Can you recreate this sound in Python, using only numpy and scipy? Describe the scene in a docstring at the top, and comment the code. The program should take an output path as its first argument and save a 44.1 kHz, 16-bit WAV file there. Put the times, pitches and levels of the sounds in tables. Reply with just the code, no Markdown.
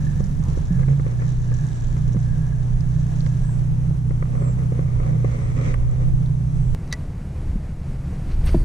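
"""A slow motor drones through the hull of a small fishing boat and speeds up a little, heard from a camera
worn on the angler's chest. Water booms and slaps on the hull, wind buffets the microphones and a far bird
whistles. A spinning reel whirrs turn by turn while a jacket rubs and taps the camera. In a second scene,
in mono, the boat drifts: the bail snaps shut, the rod swishes in a cast and the arm knocks the camera."""
import sys
import numpy as np
from scipy import signal
from scipy.fft import rfft, irfft
from scipy.io import wavfile
from scipy.ndimage import uniform_filter1d

SR = 44100
rng = np.random.default_rng(int(sys.argv[2]) if len(sys.argv) > 2 else 0)


def bounce(signal):
    """Save signal as a 16-bit WAV file at the path given by the first command-line argument."""
    frames = np.transpose(np.atleast_2d(signal))
    limited = np.clip(frames, -1, 1)
    pcm = np.round(limited * 32767).astype(np.int16)
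    wavfile.write(sys.argv[1], SR, pcm)


N = 381024
TIME = np.arange(N) / SR
DRIFT_START_S = 6.7485  # the second scene begins


def amp(db):
    """Decibels to gain."""
    return 10 ** (np.asarray(db) / 20)


def unit(x):
    """Scale to rms 1."""
    return x / np.sqrt(np.mean(x ** 2))


def curve(points):
    """An automation line through (time, value) points."""
    return np.interp(TIME, *np.transpose(points))


def gate(start, end, fade):
    """Open between two times, with sloping edges."""
    return np.clip(np.minimum(TIME - start, end - TIME) / fade + .5, 0, 1)


def swell(centre_s, half_s):
    """A smooth rise and fall around a time."""
    return np.exp(-((TIME - centre_s) / half_s) ** 2)


def wander(rate_hz):
    """A random modulator, rms 1."""
    step = max(int(SR / rate_hz), 1)
    held = np.repeat(rng.standard_normal(N // step + 2), step)
    return unit(uniform_filter1d(held, step)[:N])


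def grains(per_second, spread_db, decay_s):
    """Envelope of a stream of tiny random ticks, rms 1."""
    ticks = (rng.random(N) < per_second / SR) * amp(spread_db * rng.uniform(-1.1, 1, N))
    energy = signal.lfilter([1], [1, -np.exp(-2 / (decay_s * SR))], ticks ** 2 + 1e-12)
    return unit(np.sqrt(energy))


def cut(x, hz, kind, order=3):
    """A low-pass or high-pass."""
    return signal.sosfilt(signal.butter(order, hz, kind, fs=SR, output="sos"), x)


def resonate(x, hz, width):
    """One resonance, gain 1 at its centre."""
    return signal.lfilter(*signal.iirpeak(hz, hz / width, fs=SR), x)


def band(x, hz, width):
    """The same resonance twice, for steeper skirts."""
    return resonate(resonate(x, hz, width), hz, width)


def ring(hz, t60, t):
    """A struck mode."""
    return np.sin(2 * np.pi * hz * t) * np.exp(-np.log(1000) * t / t60)


def add(out, start, sound):
    """Mix a short sound in at a time in seconds."""
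    i = int(max(start, 0) * SR)
    part = out[..., i:i + sound.shape[-1]]
    part += sound[..., :part.shape[-1]]


def pan_right(db):
    """Stereo gains that put the right side this far above the left."""
    return amp(np.array([[-db], [db]]) / 2)


# Stereo image of the noise layers. Each row: frequency in Hz, left-right correlation.
STEREO_IMAGE = [(30, 0.11), (70, 0.18), (130, 1), (220, 0.82), (450, 0.31), (590, -0.13), (900, -0.52),
                (1800, -0.21), (2200, -0.14), (3800, 0.67), (5000, .1), (6200, 0.46), (7800, -.4),
                (9500, 0.012)]


def noise(spectrum):
    """Coloured stereo noise whose mid has rms 1, dying away below the spectrum's lowest point."""
    hz = np.arange(N // 2 + 1) * SR / N

    def across_spectrum(points):
        point_hz, value = np.transpose(points)
        return np.interp(np.log(hz + 1), np.log(point_hz), value)

    gain = amp(across_spectrum(spectrum)) * np.minimum(hz / spectrum[0][0], 1) ** 4
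    alike = np.clip(across_spectrum(STEREO_IMAGE), -.95, .99)
    mid = irfft(rfft(rng.standard_normal(N)) * gain, N)
    side = irfft(rfft(rng.standard_normal(N)) * gain * np.sqrt((1 - alike) / (1 + alike)), N)
    return np.array([mid + side, mid - side]) / np.std(mid)


# Water colour, under way and adrift. Each row: frequency in Hz, relative level in dB.
FLOW_EQ = [(200, -11.5), (260, -5), (330, -8.5), (450, -12.5), (600, -15.5), (850, -19.5), (1400, -25.5),
           (2100, -29), (2800, -33.5), (3900, -36), (4900, -40.5), (6000, -31.5), (7300, -38), (9500, -38),
           (11200, -41), (13200, -52), (15000, -67.5)]
DRIFT_EQ = [(45, -8), (75, 4.5), (110, -2), (150, 0.5), (200, -11), (260, -15.5), (400, -22), (680, -27),
            (1300, -35), (2200, -38), (3300, -47), (6000, -48.5), (9500, -50), (12000, -53), (15000, -81)]
# Fader for the water adrift. Each row: time in seconds, relative level in dB.
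DRIFT_FADER = [(6.77, -49), (6.838, -47.5), (7.232, -49), (7.468, -46), (7.854, -49), (8.126, -46.5),
               (8.4, -45.5)]


def river(flow_db=-45.5, drift_gain_db=18, ripple_db=0.87):
    """A rippling bed of flowing water, deeper in tone beside the drifting boat."""
    running = gate(-1, DRIFT_START_S, 0.0012)
    flow = noise(FLOW_EQ) * amp(flow_db) * running
    drift = noise(DRIFT_EQ) * amp(curve(DRIFT_FADER) + drift_gain_db) * (1 - running)
    return (flow + drift) * amp(ripple_db * wander(18))


# Colour of the wind rumble. Each row: frequency in Hz, relative level in dB.
WIND_EQ = [(8, -18), (18, -6.5), (30, -1), (45, -13), (70, -12), (110, -23), (300, -41), (900, -77)]
# Buffets as the body moves. Each row: centre in seconds, half length in seconds, relative level in dB.
BUFFETS = [(5.85, 0.098, -22.5), (6.113, 0.08, -18), (6.716, 0.031, -18), (7.508, 0.059, -19),
           (8.363, 0.082, -20.5), (8.587, 0.12, -12)]


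def wind(running_db=-27, adrift_db=-29.5, trim_db=-1):
    """Air rumbles on the microphones: a steady draught that swells with larger moves of the body."""
    draught = amp(np.where(TIME < DRIFT_START_S, running_db, adrift_db))
    buffet_power = sum(amp(db) ** 2 * swell(centre, half) for centre, half, db in BUFFETS)
    return noise(WIND_EQ) * np.sqrt(draught ** 2 + buffet_power) * amp(trim_db) * pan_right(4)


# Bird calls. Each row: start and length in seconds, first and last pitch in Hz, level in dB.
BIRD_CALLS = [(1.62, 0.24, 8080, 7500, -53), (2.17, 0.15, 8350, 7650, -60), (3.35, .27, 8130, 7400, -49),
              (4.332, 0.22, 7900, 7360, -45.5), (5.3, 0.28, 8350, 7520, -54.5),
              (6.52, 0.25, 8050, 7434, -55)]


def bird(late_swell=1.25, quaver_hz=75, flutter_db=2, left_gain=-0.43):
    """Thin falling whistles from the bank swell late; the left side is weaker and opposite in phase."""
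    out, quaver = np.zeros(N), wander(900)
    for start, length, first_hz, last_hz, db in BIRD_CALLS:
        progress = np.linspace(0, 1, int(length * SR))
        glide = first_hz + (last_hz - first_hz) * progress
        hz = glide + quaver_hz * quaver[int(start * SR):][:len(progress)]
        envelope = np.abs(np.sin(np.pi * progress ** late_swell)) ** 0.7
        add(out, start, amp(db) * envelope * np.sin(2 * np.pi * np.cumsum(hz) / SR))
    return out * amp(flutter_db * wander(36)) * np.array([[left_gain], [1]])


def sleeve(start_s=0.42, fade_s=0.2, level_db=-48):
    """The sleeve brushes the chest once with a hollow whisper as the arm comes down."""
    whisper = unit(band(rng.standard_normal((2, N)), hz=960, width=450))
    envelope = gate(start_s, 9, .015) * np.exp(-np.maximum(TIME - start_s, 0) / fade_s)
    return whisper * amp(level_db) * envelope


# Camera shell modes. 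Each row: centre and width in Hz, gain in dB when pushed, gain in dB when twisted.
HOUSING_MODES = [(300, 384, -3, -9), (531, 187, 2, 3.5), (590, 180, -15, 5.5), (748, 90, -7, -3),
                 (995, 150, -34, -2), (1210, 320, -11, -18.5), (1450, 260, -23.5, -12),
                 (1910, 820, -17.5, -16.5), (2246, 710, -17.5, -12.5), (3500, 1500, -30, -55),
                 (6070, 1900, -31, -27), (8240, 2000, -36, -41)]


def housing(force, twist):
    """A push on the camera's housing moves both microphones alike; a twist moves them oppositely."""
    mid = side = 0
    for k, (hz, width, push_db, twist_db) in enumerate(HOUSING_MODES):
        pushed, twisted = (-1) ** k * band(np.array([force, twist]), hz, width)  # polarity alternates
        mid += amp(push_db) * pushed
        side += amp(twist_db) * twisted
    return np.array([mid + side, mid - side])


# Cloth strokes. Each row: start, length and rise in seconds, relative level in dB, rasp offset in dB.
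CLOTH_STROKES = [(0.45, 0.1, 0.031, -48, -7), (0.735, .09, 0.044, -41.5, -3), (0.85, 0.083, .05, -41, 0),
                 (1.013, 0.11, 0.079, -42, 0), (1.175, .08, 0.033, -42.5, 3), (4.243, .25, 0.13, -37, -6),
                 (4.564, 0.066, 0.023, -40.5, -1), (4.682, 0.3, .06, -44.5, 0.5),
                 (4.952, 0.21, 0.057, -39, -1.5), (5.151, .37, 0.12, -40.5, 3.5),
                 (5.526, 0.096, 0.038, -35.5, 2.5), (5.608, 0.11, 0.036, -35, 5.5),
                 (5.967, 0.066, 0.044, -39.5, -0.5)]


def jacket(trim_db=1, contact_db=-46, release_s=0.02, grain_db=2, catch_db=1, rasp_hz=1600):
    """Cloth catches and slips on the housing in dense grains and drags on the mount; some strokes rasp."""
    rub = rasp = amp(contact_db) * gate(4.7, 6.1, .03)  # light contact while the arm is raised
    for start, length, rise, db, rasp_db in CLOTH_STROKES:
        release = np.exp(-np.maximum(TIME - start - length, 0) / release_s)
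        press = np.clip((TIME - start) / rise, 0, 1) * release
        rub = np.maximum(rub, amp(db) * press)
        rasp = np.maximum(rasp, amp(db + rasp_db) * press)
    slips = rng.standard_normal((2, N)) * amp(grain_db * wander(350) + catch_db * wander(40))
    drag = amp(31) * rub ** 2 * unit(band(slips[0], hz=235, width=70))  # favours the firm strokes
    shell = unit(housing(*slips))
    return (cut(shell, rasp_hz, "low") * rub + cut(shell, rasp_hz, "high") * rasp + drag) * amp(trim_db)


# Taps on the camera. Each row: time in seconds, then relative levels in dB of body, tick and thud.
CAMERA_TAPS = [(0.202, -30, -46, -32), (0.572, -30.5, -57, -23), (0.83, -50, -42, -50),
               (0.88, -34, -39, -31), (0.994, -38, -40, -29), (1.062, -33, -42, -32),
               (1.217, -40, -38, -43), (1.514, -42, -44.5, -35), (1.965, -39, -41, -39),
               (2.144, -35, -52, -33), (2.164, -36, -45, -36), (3.262, -55, -38, -55),
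               (3.908, -52, -52, -25), (4.105, -39.5, -39.5, -23), (4.222, -40, -35.5, -38),
               (4.252, -45, -45, -46), (4.35, -37, -45, -37), (4.418, -32, -45, -36),
               (4.719, -28.5, -47, -31), (4.789, -26, -41, -29), (4.997, -37, -40, -34),
               (5.243, -23, -37.5, -34), (5.382, -42, -50, -32), (5.587, -38, -38, -38),
               (5.739, -46, -32.5, -45)]


def taps(body_gain_db=24, tick_gain_db=19, thud_gain_db=14, push_s=0.00033, scrape_s=0.0043):
    """Each tap is a soft push and a brief scrape on the housing, with a dull thud from the mount."""
    force, mount, t = np.zeros((2, N)), np.zeros(N), TIME[:SR // 25]
    push = t / push_s * np.exp(-t / push_s)
    for time, body_db, tick_db, thud_db in CAMERA_TAPS:
        grit = unit(resonate(rng.standard_normal((2, len(t))), hz=1400, width=1300))
        scrape = grit * np.exp(-t / scrape_s)
        onset = time + 0.0011
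        add(force, onset, amp(body_db + body_gain_db) * push + amp(tick_db + tick_gain_db) * scrape)
        add(mount, onset, amp(thud_db + thud_gain_db) * push)
    shell = housing(force[0], twist=amp(-2) * force[1])
    cushioned = cut(shell, 2600, "low", order=4)  # cloth softens every tap
    return cushioned + resonate(mount, hz=280, width=140)


# Sub thumps, mostly on the crank's downstrokes. Each row: centre in seconds, pitch in Hz, level in dB.
ARM_SWAYS = [(0.661, 36, -21), (0.899, 28, -24), (1.39, 29, -18), (2.08, 31, -24), (2.75, 34, -18.5),
             (2.991, 27, -21), (3.429, 28, -15), (4.15, 27, -22), (5.02, 32.4, -22)]


def arm_sway(half_s=0.047):
    """The working arm sways the camera on the chest in soft, deep thumps."""
    thumps = sum(amp(db) * swell(centre, half_s) * np.sin(2 * np.pi * hz * (TIME - centre))
                 for centre, hz, db in ARM_SWAYS)
    return thumps * pan_right(2)


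# Dry clicks of reel and line guides. Each row: start in seconds, centre and width in Hz, level in dB.
TACKLE_CLICKS = [(0.2405, 5800, 1800, -38), (1.513, 5500, 4000, -47), (1.54, 6300, 2000, -38),
                 (2.807, 4800, 3500, -40), (3.205, 4200, 1900, -34), (3.2627, 4030, 5000, -39),
                 (3.5913, 4200, 3000, -43), (5.245, 7500, 4000, -45), (5.741, 1840, 1000, -30),
                 (5.7405, 8750, 3000, -40), (5.912, 7300, 1500, -45), (6.26, 3800, 900, -43),
                 (7.832, 4000, 3000, -48)]


def tackle_clicks(attack_s=0.00034, decay_s=0.0023):
    """Small parts of the tackle tick, each with its own colour and hardly any ring."""
    out, t = np.zeros((2, N)), TIME[:SR // 50]
    envelope = (1 - np.exp(-t / attack_s)) * np.exp(-t / decay_s)
    for start, hz, width, db in TACKLE_CLICKS:
        grain = unit(band(rng.standard_normal((2, len(t))), hz, width))
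        add(out, start, amp(db) * grain * envelope)
    return out


def squeak(hz, length, roughness=0.04):
    """A brief, slightly rough tone of one part slipping on another."""
    count = int(length * SR)
    jitter = unit(uniform_filter1d(rng.standard_normal(count), SR // 1000))
    pitch = hz * (1 + roughness * jitter)
    return np.sin(np.linspace(0, np.pi, count)) * np.sin(2 * np.pi * np.cumsum(pitch) / SR)


# Crank handle squeaks. Each row: start in seconds, low tone level in dB, high tone level in dB.
HANDLE_SQUEAKS = [(3.44, -60, -46), (3.486, -44, -48)]
# Bail hinge chirps. Each row: start and length in seconds, pitch in Hz, level in dB.
HINGE_SQUEAKS = [(6.912, .007, 3960, -42), (6.919, .009, 3960, -41), (6.913, .015, 1980, -44),
                 (6.931, .008, 3960, -37)]


def reel_squeaks(low_hz=946, high_hz=1630, handle_s=0.017):
    """The crank handle squeaks as the winding stops, the bail's hinge as it swings."""
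    out = np.zeros(N)
    for start, low_db, high_db in HANDLE_SQUEAKS:
        add(out, start, amp(low_db) * squeak(low_hz, handle_s))
        add(out, start, amp(high_db) * squeak(high_hz, handle_s))
    for start, length, hz, db in HINGE_SQUEAKS:
        add(out, start, amp(db) * squeak(hz, length))
    return out


# Gear whirr, surging roughly every three quarters of a second. Each row: time in seconds, level in dB.
GEAR_FADER = [(0.05, -50.5), (0.2, -55), (0.35, -62), (0.6, -58.5), (0.7, -53.5), (0.83, -54), (0.97, -62),
              (1.28, -52), (1.37, -66), (1.48, -53), (1.65, -50.5), (1.73, -59), (1.85, -54.5),
              (2.0, -55.5), (2.12, -57.5), (2.25, -52.5), (2.52, -52.5), (2.65, -64), (2.95, -57.5),
              (3.1, -58), (3.25, -57), (3.4, -62), (3.5, -65)]
# Gear resonance, following the hand's pace. Each row: time in seconds, pitch in Hz.
GEAR_BEND = [(0, 1690), (.13, 1740), (.55, 1739), (.66, 1598), (.73, 1700), (.82, 1653), (1.25, 1723),
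             (1.45, 1671), (1.55, 1701), (1.7, 1653), (2.0, 1680), (2.25, 1654), (2.55, 1655), (3.0, 1702),
             (3.5, 1628)]
# Wet line running onto the spool. Each row: time in seconds, relative level in dB.
LINE_FADER = [(0, -58), (.12, -59), (.25, -59), (.3, -66), (.4, -65), (.45, -58), (.63, -59), (.7, -62),
              (1.05, -61.5), (1.2, -63), (1.24, -57.5), (1.33, -56.5), (1.38, -62), (1.5, -59),
              (1.68, -56.5), (1.73, -57), (1.8, -57), (1.95, -59), (2.25, -60.5), (2.35, -66), (2.9, -64),
              (3.0, -59), (3.15, -59.5), (3.4, -61.5), (3.55, -65)]
# Colours of line hiss and roller rattle. Each row: frequency in Hz, relative level in dB.
LINE_EQ = [(500, -5.5), (900, 2), (1300, 2.5), (2500, -2.5), (3900, 2), (4900, -3), (6600, -1.5),
           (7600, -1.5), (8400, -18), (11000, -20.5), (15000, -41.5)]
ROLLER_EQ = [(2800, -25), (3800, -8), (4900, -19), (5700, -1), (6600, -1.5), (7200, -5), (8200, -25),
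             (12000, -39.5)]


def reel(end_s=3.53, gear_width_hz=160, tooth_grain_db=3, hiss_db=-2, hiss_grain_db=2.5, roller_db=-1):
    """The gears whirr in one bending resonance; wet line hisses and sets the roller rattling."""
    pitch = curve(GEAR_BEND)
    teeth = rng.standard_normal((2, N)) * amp(tooth_grain_db * wander(120))
    steady_whirr = unit(band(teeth, pitch.mean(), gear_width_hz))
    playhead = np.cumsum(pitch / pitch.mean())  # varispeed bends the resonance
    whirr = np.array([np.interp(playhead, np.arange(N), channel) for channel in steady_whirr])
    hiss = noise(LINE_EQ) * amp(hiss_db + hiss_grain_db * wander(140))
    rattle = noise(ROLLER_EQ) * grains(190, spread_db=8, decay_s=.0016) * amp(roller_db)
    winding = whirr * amp(curve(GEAR_FADER)) + (hiss + rattle) * amp(curve(LINE_FADER))
    return winding * gate(-1, end_s, 0.21)


# The bail shutting and bouncing. 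Each row: start in seconds, relative ring and crack levels in dB.
BAIL_HITS = [(6.8763, -46, -54), (6.9263, -12.5, -20), (6.9303, -38, -34), (6.9365, -24, -36)]
# Modes of wire and rotor. Each row: pitch in Hz, relative level in dB, seconds to fall by 60 dB.
BAIL_MODES = [(480, -12, .012), (820, -12, .012), (1150, -15, 0.02), (1816, -20, 0.04), (1963, -5.5, 0.045),
              (2065, -17, .04), (2500, -9, 0.0098), (3500, -16, 0.016), (3962, -23, 0.045),
              (4660, -3, 0.011), (5760, -2, 0.008), (6050, -5, .015), (7040, -25, 0.045), (9100, -18, .014)]
# Colour of the crack. Each row: frequency in Hz, relative level in dB.
CRACK_EQ = [(600, -7), (2000, -1), (2900, -7), (4600, 0), (6200, 3), (7500, -13), (9000, -9), (12000, -19),
            (15000, -19)]


def bail(ring_gain_db=-2, attack_s=.0006):
    """The sprung wire cracks onto its stop, bounces and rings with the rotor."""
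    wire, contact, t = np.zeros(N), np.zeros(N), TIME[:SR // 8]
    modes = (1 - np.exp(-t / attack_s)) * sum(amp(db) * ring(hz, t60, t) for hz, db, t60 in BAIL_MODES)
    spike = np.exp(-((t - .0009) / .0008) ** 2)
    tail = .28 * (1 - np.exp(-t / .001)) * np.exp(-t / .004)
    for start, ring_db, crack_db in BAIL_HITS:
        add(wire, start, amp(ring_db + ring_gain_db) * modes)
        add(contact, start, amp(crack_db) * (spike + tail))
    return wire + noise(CRACK_EQ) * contact


# Faders for the cast's swish and the line's fizz. Each row: time in seconds, relative level in dB.
SWISH_FADER = [(8.2, -71), (8.32, -49), (8.39, -63), (8.435, -51), (8.458, -46), (8.471, -37.5),
               (8.481, -36.5), (8.5, -40), (8.512, -52), (8.55, -46), (8.58, -61), (8.64, -77.5)]
FIZZ_FADER = [(8.3, -66), (8.44, -66), (8.449, -45), (8.458, -42), (8.472, -44), (8.48, -50), (8.5, -48),
              (8.53, -53), (8.6, -55), (8.64, -60)]
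# Their colours. Each row: frequency in Hz, relative level in dB.
SWISH_EQ = [(300, 3), (700, 2.5), (1300, 0.5), (2300, 1.5), (3300, -5), (4500, -6), (6200, -10),
            (7200, -21), (9000, -16), (15000, -28)]
FIZZ_EQ = [(6500, -22), (7600, -14), (8500, 4), (10500, -5), (12000, -7), (15000, 2.5)]


def cast(flutter_db=2, fizz_gain_db=3, whirr_db=-60):
    """Sleeve and rod swish; line fizzes over the spool lip and whirrs away."""
    swish = noise(SWISH_EQ) * amp(curve(SWISH_FADER) + flutter_db * wander(200))
    coils = grains(900, spread_db=5, decay_s=.0015)
    fizz = noise(FIZZ_EQ) * coils * amp(curve(FIZZ_FADER) + fizz_gain_db)
    whirr = unit(resonate(rng.standard_normal(N), hz=4600, width=120)) * amp(whirr_db)
    return (swish + fizz) * gate(8.2, 9, 0.039) + whirr * gate(8.48, 9, .03)


# Resonances of the camera mount. Each row: centre and width in Hz, gain in dB.
MOUNT_MODES = [(167, 260, 2.5), (334, 10, -3.5), (614, 65, -2.5), (970, 150, -1)]


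def arm_knock(hit_s=8.5457, force_db=-4, fall_db=1.2, gap_s=0.0029, contact_s=0.00077, softening=1.44):
    """The arm knocks the camera and chatters: four blows, ever wider apart, softer and weaker."""
    blows = np.zeros(N)
    for k in range(4):
        centre = hit_s + gap_s * (2 ** k - 1)
        half_s = contact_s * softening ** k
        pulse = signal.windows.hann(int(2 * half_s * SR) + 3)
        add(blows, centre - half_s, amp(force_db - fall_db * k) * pulse)
    return sum(amp(db) * resonate(blows, hz, width) for hz, width, db in MOUNT_MODES)


# Water slaps. Each row: start in seconds, pitch in Hz, level in dB, seconds to fall by 60 dB.
WATER_SLAPS = [(0.2, 184.3, -20.5, 0.52), (0.33, 169, -24.5, 0.3), (0.396, 159, -16, 0.15),
               (0.484, 151, -10, 0.073), (0.706, 171.3, -12.5, 0.3), (2.158, 181, -11, 0.075),
               (5.112, 143, -23, 0.38), (7.555, 201, -17, 0.075)]


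def hull_slaps(attack_s=0.0015):
    """Each slap of water rings one low note in the hull."""
    out, t = np.zeros(N), TIME[:SR // 3]
    for start, hz, db, t60 in WATER_SLAPS:
        add(out, start, amp(db) * ring(hz, t60, t) * (1 - np.exp(-t / attack_s)))
    return out


# Colour of the hull's boom. Each row: frequency in Hz, relative level in dB.
HULL_EQ = [(70, -22), (108, -9.5), (140, 17.5), (165, 4), (195, 3), (240, -6.5), (400, -47)]
# Fader for the boom and the motor's ring in the hull. Each row: time in seconds, relative level in dB.
HULL_FADER = [(0.05, -26.5), (0.5, -26), (0.65, -35), (0.75, -23.5), (0.88, -29), (1.03, -27), (1.1, -28.5),
              (1.45, -29.5), (1.65, -27), (1.81, -38), (1.95, -25.5), (2.1, -29.5), (2.42, -23.5),
              (2.6, -35), (2.8, -27), (3.3, -24), (3.65, -28.5), (3.9, -23), (4.15, -30.5), (4.6, -22.5),
              (4.92, -30), (5.13, -23), (5.33, -29.5), (5.6, -28), (5.88, -35.5), (6.05, -28.5), (6.3, -27),
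              (6.7, -28)]


def hull_boom(shaft_hz, cruise_hz=31.6, base_db=-33, idle_lift_db=5, adrift_db=-39, lapping_db=2):
    """The hull booms with the water, most while the motor idles, and laps softly once adrift."""
    fader_db = curve(HULL_FADER)
    idling = (cruise_hz - shaft_hz) / (cruise_hz - shaft_hz.min())
    running_db = base_db + 0.48 * (fader_db - fader_db.mean()) + idle_lift_db * idling
    running = gate(-1, DRIFT_START_S, 0.002) > 0
    return noise(HULL_EQ) * amp(np.where(running, running_db, adrift_db + lapping_db * wander(8.6)))


# Throttle, from idle to a slow cruise. Each row: time in seconds, shaft rate in Hz.
SHAFT_RATE = [(0.0, 24.8), (0.6, 24.7), (0.79, 26.2), (0.88, 27.01), (1.0, 28.7), (1.12, 30.11),
              (1.29, 31.3), (1.8, 29.8), (2.18, 29.7), (2.31, 30.4), (3.13, 30.9), (3.55, 29.7),
              (3.79, 31.2), (4.17, 30.2), (4.6, 31.6), (5.01, 29.9), (5.72, 29.9), (6.04, 31.5),
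              (6.31, 30.4), (6.74, 31.1)]
# The firing note (harmonic 4), rising as the throttle opens. Each row: time in seconds, level in dB.
FIRING_FADER = [(0, -34), (.6, -30.5), (.9, -35.5), (1.1, -20.5), (1.3, -22), (1.55, -21.5), (1.72, -26.5),
                (1.82, -28.5), (1.95, -25), (2.2, -24.5), (2.65, -23.5), (2.85, -21.5), (3.3, -22.5),
                (3.6, -21.5), (3.85, -22), (4.2, -24.5), (4.6, -21.5), (4.95, -24), (5.25, -22),
                (5.55, -24), (5.85, -23), (6.1, -22.5), (6.45, -23), (6.7, -23)]
# Hull ring on harmonics 5 and 6. Each row: frequency in Hz, offset from the hull fader in dB.
HULL_RING_EQ = [(122, -6.5), (137, 13), (149, 0.5), (157, -1), (180, -14.5)]
# The weaker harmonics. Each row: frequency in Hz, level in dB.
WEAK_HARMONIC_EQ = [(25, -49), (50, -33.5), (61, -33), (75, -29.5), (91, -35), (150, -30), (175, -49),
                    (212, -51.5), (280, -58.5)]


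def motor(shaft_hz, hull_hz=135, hull_width_hz=45, low_lag_s=0.0035, throb_db=0.8):
    """Harmonics of the shaft rate drone in the hull, wavering as the propeller meets uneven water."""
    levels_db = {4: curve(FIRING_FADER) + 1.4 * wander(14)}
    for k in (5, 6):
        ring_db = np.interp(k * shaft_hz, *np.transpose(HULL_RING_EQ))
        levels_db[k] = curve(HULL_FADER) + ring_db + 2.04 * wander(14)
    for k in (1, 2, 3, 7, 8):
        levels_db[k] = np.interp(k * shaft_hz, *np.transpose(WEAK_HARMONIC_EQ)) + 2 * wander(8)
    shaft_phase = 2 * np.pi * np.cumsum(shaft_hz) / SR
    drone = np.zeros(N)
    for k, db in levels_db.items():
        hz = k * shaft_hz
        lag = np.arctan(2 * (hz - hull_hz) / hull_width_hz)  # the hull answers late above its resonance
        lag += 2 * np.pi * hz * low_lag_s * (k < 4)  # the slow low waves arrive late too
        wobble_rad = np.where(hz > hull_hz, .3, .14 if k == 4 else .35)  # the firing note is steadiest
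        wobble = uniform_filter1d(wobble_rad, SR // 10) * wander(28)
        drone -= np.sqrt(2) * amp(db) * np.sin(k * shaft_phase - lag + wobble)
    drone *= amp(throb_db * wander(30))
    stereo = np.array([drone, np.roll(drone, 13)])  # reaches the right microphone a moment later
    return stereo * gate(-1, DRIFT_START_S, 0.002)


def scene():
    """The boat, a little to the right, with the river, the angler and the bird around it."""
    shaft_hz = curve(SHAFT_RATE)
    boat = (hull_boom(shaft_hz) + motor(shaft_hz) + hull_slaps()) * pan_right(3)
    ambience = river() + wind()
    angler = reel() + arm_sway() + jacket() + sleeve() + taps()
    tackle = tackle_clicks() + bail() + reel_squeaks()
    return boat + ambience + angler + tackle + bird() + cast() + arm_knock()


def record(dry, fade_in_s=0.0036, dull_hz=10800, click_db=-20, top_hz=15200):
    """The microphones dull the treble; the drift opens with a click and is mono; the top is cut off."""
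    out = cut(dry * np.minimum(TIME / fade_in_s, 1), dull_hz, "low", order=2)
    out = np.where(TIME < DRIFT_START_S, out, out.mean(axis=0))
    add(out, DRIFT_START_S, -amp(click_db) * np.exp(-TIME[:SR // 50] / 0.0015))
    return signal.sosfilt(signal.ellip(8, .2, 70, top_hz, fs=SR, output="sos"), out)


dry = scene()
out = record(dry)
bounce(out)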